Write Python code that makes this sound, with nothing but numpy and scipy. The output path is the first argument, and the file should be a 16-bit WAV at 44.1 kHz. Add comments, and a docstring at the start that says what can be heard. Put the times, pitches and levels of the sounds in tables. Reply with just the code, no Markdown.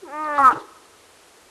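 """A cow moose gives one short moan, close by, in a forest at night.
Vocal fold harmonics start as a nasal hum and turn loud as the mouth opens; the pitch sags,
the slack folds creak and a puff of air ends the call. Leaves rustle and twigs snap underfoot.
The trees return a dull tail. Recorder noise swells with the voice over steady microphone hiss."""
import sys
import numpy as np
from scipy import signal
from scipy.fft import rfft, irfft
from scipy.io import wavfile
from scipy.ndimage import uniform_filter1d

SR = 44100
rng = np.random.default_rng(int(sys.argv[2]) if len(sys.argv) > 2 else 0)


def wrap_up_sound(samples):
    """Save the sound to the file named by the first command line argument, as 16-bit audio."""
    columns = np.atleast_2d(samples).T
    # keep every value between -1 and 1, then stretch to whole-number steps
    tamed = np.clip(columns, -1, 1)
    steps = np.round(tamed * 32767).astype(np.int16)
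    wavfile.write(sys.argv[1], SR, steps)


N = 66150
T = np.arange(N) / SR
BIN_HZ = np.fft.rfftfreq(N, 1 / SR)


def amp(db):
    """Decibels to gain."""
    return 10 ** (np.asarray(db) / 20)


def unit(x):
    """Scale to rms 1."""
    return x / np.sqrt(np.mean(x ** 2) + 1e-20)


def curves(table):
    """Per-sample curve for each column after time_s."""
    time_s, *columns = np.transpose(table)
    return [np.interp(T, time_s, column) for column in columns]


def at_hz(table, hz):
    """Table lookup on a log-frequency axis."""
    freq_hz, values = np.transpose(table)
    return np.interp(np.log(hz + 1), np.log(freq_hz + 1), values)


def shaped_noise(bin_gain):
    """White noise weighted per FFT bin, rms 1."""
    return unit(irfft(rfft(rng.standard_normal(N)) * bin_gain, N))


def noise(spectrum):
    """Noise coloured by a freq_hz, gain_db table, rms 1."""
    return shaped_noise(amp(at_hz(spectrum, BIN_HZ)))


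def wander(rate_hz):
    """Random motion up to about rate_hz, rms 1."""
    return shaped_noise(np.exp(-(BIN_HZ / rate_hz) ** 2))


def ring(start_s, level_db, pitch_hz, t60_s, rise_s):
    """Struck resonance: linear rise, exponential decay."""
    t = np.maximum(T - start_s, 0)
    return np.minimum(t / rise_s, 1) * amp(level_db - 60 * t / t60_s) * np.sin(2 * np.pi * pitch_hz * t)


# time_s, pitch_hz
FOLD_PITCH = [(.03, 399), (.045, 353), (.058, 323.3), (.072, 309.7), (.081, 277), (.097, 257.7),
              (.11, 274.4), (.13, 294), (.16, 302.4), (.215, 309.4), (.27, 303.2), (.33, 291.3),
              (.37, 289.4), (.41, 275.7), (.45, 263), (.485, 252), (.503, 236), (.525, 215)]
# time_s, fundamental_db, overtone_db
VOICE_EFFORT = [(.015, -57, -48), (.035, -34.5, -20), (.052, -40.5, -12), (.09, -53, -5.5),
                (.11, -55.5, -5), (.135, -45, -0.5), (.165, -42.5, 0), (.21, -37, -1), (.3, -40, -.5),
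                (.365, -41.5, 1.5), (.41, -32, -0.5), (.445, -32.5, 0.5), (.48, -37.5, -0.5),
                (.515, -52, -3), (.535, -67, -18)]
# time_s, roughness (0-1)
FOLD_ROUGHNESS = [(.05, .08), (.14, .04), (.22, .03), (.28, .18), (.32, .07), (.36, .08), (.383, .22),
                  (.405, .08), (.44, .12), (.48, .1), (.505, .3), (.53, .4)]
# time_s, tension (0 relaxed, 1 pressed)
THROAT_TENSION = [(.245, 0.08), (.295, 0.91), (.37, 1), (.42, 1), (.46, 0.59)]
# freq_hz, gain_db
THROAT_RELAXED = [(530, -38.5), (620, -41), (670, -56.5), (740, -40), (900, -36), (1000, -33.5),
                  (1070, -56), (1200, -45), (1330, -36), (1450, -52), (1550, -44.5), (1700, -40.5),
                  (1830, -45), (1950, -55), (2150, -48), (2450, -53), (2800, -65), (4000, -89)]
THROAT_PRESSED = [(540, -35.5), (580, -31), (870, -32), (1170, -38.5), (1450, -37), (1620, -43),
                  (1750, -34), (1930, -33.5), (2060, -50.5), (2280, -51.5), (2450, -53), (2800, -60),
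                  (4000, -79)]
# time_s, level_db, centre_hz, half_width_hz
MOUTH_RESONANCE = [(.108, -59, 1100, 160), (.13, -39, 1120, 161), (.175, -34, 1150, 160),
                   (.2, -29, 1103, 162), (.26, -27, 1134, 163), (.335, -31.5, 1096, 160),
                   (.377, -39, 1121, 180.1), (.384, -20, 1120, 210), (.395, -18, 1065, 257),
                   (.415, -18.5, 1044, 260), (.43, -21.5, 1175, 237), (.448, -11.5, 1270, 185),
                   (.482, -8.5, 1230, 136), (.502, -21.5, 1120, 220), (.508, -28, 1101, 247),
                   (.52, -44, 1085, 250)]


def moan(jitter=0.05, shimmer=0.38, hoarseness=0.75, waver_db=0.76, dull_hz=700):
    """Vocal fold harmonics pass the throat and, once it opens, the resonant mouth."""
    pitch_hz, = curves(FOLD_PITCH)
    fundamental_db, overtone_db = curves(VOICE_EFFORT)
    roughness, = curves(FOLD_ROUGHNESS)
    tension, = curves(THROAT_TENSION)
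    mouth_db, centre_hz, half_width_hz = curves(MOUTH_RESONANCE)
    sounding = (T > VOICE_EFFORT[0][0]) & (T < VOICE_EFFORT[-1][0])
    mouth_open = (T > MOUTH_RESONANCE[0][0]) & (T < MOUTH_RESONANCE[-1][0])
    mouth_gain = amp(mouth_db) * mouth_open
    phase = 2 * np.pi * np.cumsum(pitch_hz * (1 + jitter * roughness * wander(rate_hz=117))) / SR
    voice = amp(fundamental_db) * np.cos(phase)
    for harmonic in range(2, 14):
        hz = harmonic * pitch_hz
        effort_db = overtone_db * (hz / dull_hz) ** 0.71  # a soft voice loses its top first
        throat_db = (1 - tension) * at_hz(THROAT_RELAXED, hz) + tension * at_hz(THROAT_PRESSED, hz)
        detune = 1j * (hz - centre_hz) / half_width_hz
        mouth = 1 / ((1 + detune) * (1 + detune + detune ** 2))  # Butterworth band-pass
        gain = np.hypot(amp(effort_db + throat_db), mouth_gain * abs(mouth))
        gain *= amp(waver_db * wander(rate_hz=14))
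        tremble = 1 + hoarseness * roughness * (wander(rate_hz=167) + 1j * wander(rate_hz=167))
        carrier = np.exp(1j * (harmonic * phase + np.angle(mouth)))
        voice += gain * (tremble * carrier).real
    return np.sqrt(2) * voice * sounding * (1 + shimmer * roughness * wander(rate_hz=300))


# freq_hz, gain_db, t60_s
MOUTH_MODES = [(850, -8, .019), (1110, -6, .012), (1320, -2, .02)]


def creak(start_s=0.5088, length_s=0.02, rate_hz=205, level_db=-7, spread_db=1.5, fade_db_per_s=130):
    """Slackening folds slap at uneven intervals; each slap rings the mouth."""
    gap_draws, level_draws = rng.uniform(-1.005, 1, (8, 2)).T
    gaps_s = (1 + 0.25 * gap_draws) / rate_hz
    delays_s = np.cumsum(gaps_s) - gaps_s
    slaps_db = level_db + spread_db * level_draws - fade_db_per_s * delays_s
    out = np.zeros(N)
    for delay_s, slap_db in zip(delays_s, slaps_db):
        if delay_s < length_s:
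            for freq_hz, gain_db, t60_s in MOUTH_MODES:
                out += ring(start_s + delay_s, slap_db + gain_db, freq_hz, t60_s, rise_s=0.0012)
    return out


# start_s, level_db, pitch_hz, t60_s
MOUTH_POPS = [(0.3802, -10, 1260, 0.036), (.528, -22, 319.2, .09), (0.5283, -27.5, 427, 0.066),
              (.572, -27, 440, .045)]


def pops():
    """Hollow rings as the lips part and the throat closes."""
    return sum(ring(*pop, rise_s=0.0017) for pop in MOUTH_POPS)


# start_s, level_db
PUFF_PUSHES = [(.507, -26.5), (.553, -30.5)]
# freq_hz, gain_db
PUFF_SPECTRUM = [(40, -21), (130, -23), (210, -26), (310, -2.5), (400, 4), (470, 3), (680, -12), (880, 2),
                 (1300, -1), (1700, -14.5), (2300, -25), (5000, -32.5), (10000, -41), (15000, -62)]


def puff(attack_s=0.0042, decay_s=0.037):
    """The folds part and the remaining air leaves in two quick pushes."""
    envelope = np.zeros(N)
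    for start_s, level_db in PUFF_PUSHES:
        t = np.maximum(T - start_s, 0)
        envelope += amp(level_db) * np.minimum(t / attack_s, 1) * np.exp(-t / decay_s)
    return envelope * noise(PUFF_SPECTRUM)


# freq_hz, gain_db
ECHO_SPECTRUM = [(100, -20.5), (220, -13), (295, -2), (345, 9), (450, 6), (540, -4), (700, -8), (900, -1),
                 (1080, 0), (1290, -6), (1600, -.5), (2500, 0.5), (8000, -9)]
# freq_hz, t60_s
FAR_DECAY = [(200, 1.3), (500, 1.22), (1200, 1.14), (3000, 0.653), (8000, 0.36)]


def forest_echoes(call, near_db=-23, far_db=-32, near_t60_s=0.28, rise_s=0.023):
    """Quick echoes from near trunks, a long tail from far ones."""
    onset = np.minimum(T / rise_s, 1) ** 2
    freq_hz, time_s, frames = signal.stft(noise(ECHO_SPECTRUM), SR, nperseg=256)
    decay = amp(-60 * time_s / at_hz(FAR_DECAY, freq_hz)[:, None])
    far = signal.istft(frames * decay, SR)[1][:N]
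    near = noise(ECHO_SPECTRUM) * amp(-60 * T / near_t60_s)
    response = amp(far_db) * unit(far * onset) + amp(near_db) * unit(near * onset)
    return signal.fftconvolve(call, response / np.sqrt(N))[:N]


def thud(peak_s=0.567, half_width_s=0.014, level_db=-39.5, pitch_hz=135):
    """Soft low bump, like a hoof settling on the ground."""
    t = T - peak_s
    return amp(level_db) * np.exp(-(t / half_width_s) ** 2) * np.sin(2 * np.pi * pitch_hz * t)


# peak_s, half_width_s, level_db, centre_hz
LEAF_RUSTLES = [(0.263, .016, -58, 3670), (0.372, 0.023, -47, 3600), (0.529, 0.016, -43.5, 2670),
                (0.604, 0.021, -52.5, 3900)]


def leaves(width_octaves=0.37, top_hz=9000):
    """Leaves rustle under the shifting animal: brief bands of treble noise."""
    hz = BIN_HZ + 1
    rolloff = np.exp(-(hz / top_hz) ** 2)
    out = np.zeros(N)
    for peak_s, half_width_s, level_db, centre_hz in LEAF_RUSTLES:
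        band = rolloff / np.hypot(1, 2 * np.log2(hz / centre_hz) / width_octaves)
        envelope = amp(level_db) * np.exp(-((T - peak_s) / half_width_s) ** 2)
        out += envelope * shaped_noise(band)
    return out


# start_s, level_db, pitch_hz, t60_s
TWIG_SNAPS = [(.244, -37, 4400, .009), (1.237, -39, 3050, .003)]


def twigs():
    """Dry twigs snap underfoot with tiny sharp ticks."""
    return sum(ring(*snap, rise_s=0.0002) for snap in TWIG_SNAPS)


# freq_hz, gain_db
RECORDER_NOISE_SPECTRUM = [(30, -21), (190, -13), (400, -2.5), (1200, -4), (2300, 3), (3200, -6),
                           (4200, -6), (10000, -8), (12500, -14), (14000, -26), (16000, -36.5)]
RUMBLE_SPECTRUM = [(20, 1), (90, 5), (150, -10), (260, -10), (800, -54)]


def recorder_noise(voice, hiss_gain=0.02158, rumble_db=-44, rumble_knee=0.15):
    """Recorder hiss that follows the voice's level, plus low rumble when it is loud."""
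    envelope = uniform_filter1d(abs(signal.hilbert(voice)), size=30)
    local_mean = uniform_filter1d(envelope, size=180)
    loudness = uniform_filter1d(envelope, size=900)
    peak_emphasis = (np.maximum(envelope, 0) / (abs(local_mean) + 1e-9)) ** 0.3
    rumble = amp(rumble_db) * np.tanh((loudness / rumble_knee) ** 3) * noise(RUMBLE_SPECTRUM)
    hiss = hiss_gain * envelope ** 1.02 * peak_emphasis * noise(RECORDER_NOISE_SPECTRUM)
    return hiss + rumble


# freq_hz, gain_db
HISS_SPECTRUM = [(30, -15), (80, -2), (130, -11), (200, -6), (420, 2), (700, -2), (1300, -3), (2200, -7),
                 (5000, -10), (10000, -12), (12000, -17), (13500, -32), (15500, -54)]


def microphone_hiss(level_db=-52):
    """Steady noise floor of the microphone."""
    return amp(level_db) * noise(HISS_SPECTRUM)


def scene():
    """Mono mix: call, recorder noise, echoes, ground sounds, hiss."""
    voice = moan() + creak()
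    call = voice + pops() + puff()
    mix = call + recorder_noise(voice) + forest_echoes(call)
    mix += thud() + leaves() + twigs() + microphone_hiss()
    return mix[None]


def record(dry, ceiling=0.77, cutoff_hz=15700):
    """Soft input overload, then a low-pass."""
    rounded = dry / (1 + (dry / ceiling) ** 8) ** (1 / 8)
    lowpass = signal.firwin(511, cutoff_hz, window=("kaiser", 9), fs=SR)
    return signal.oaconvolve(rounded, lowpass[None], "same")


dry = scene()
out = record(dry)
wrap_up_sound(out)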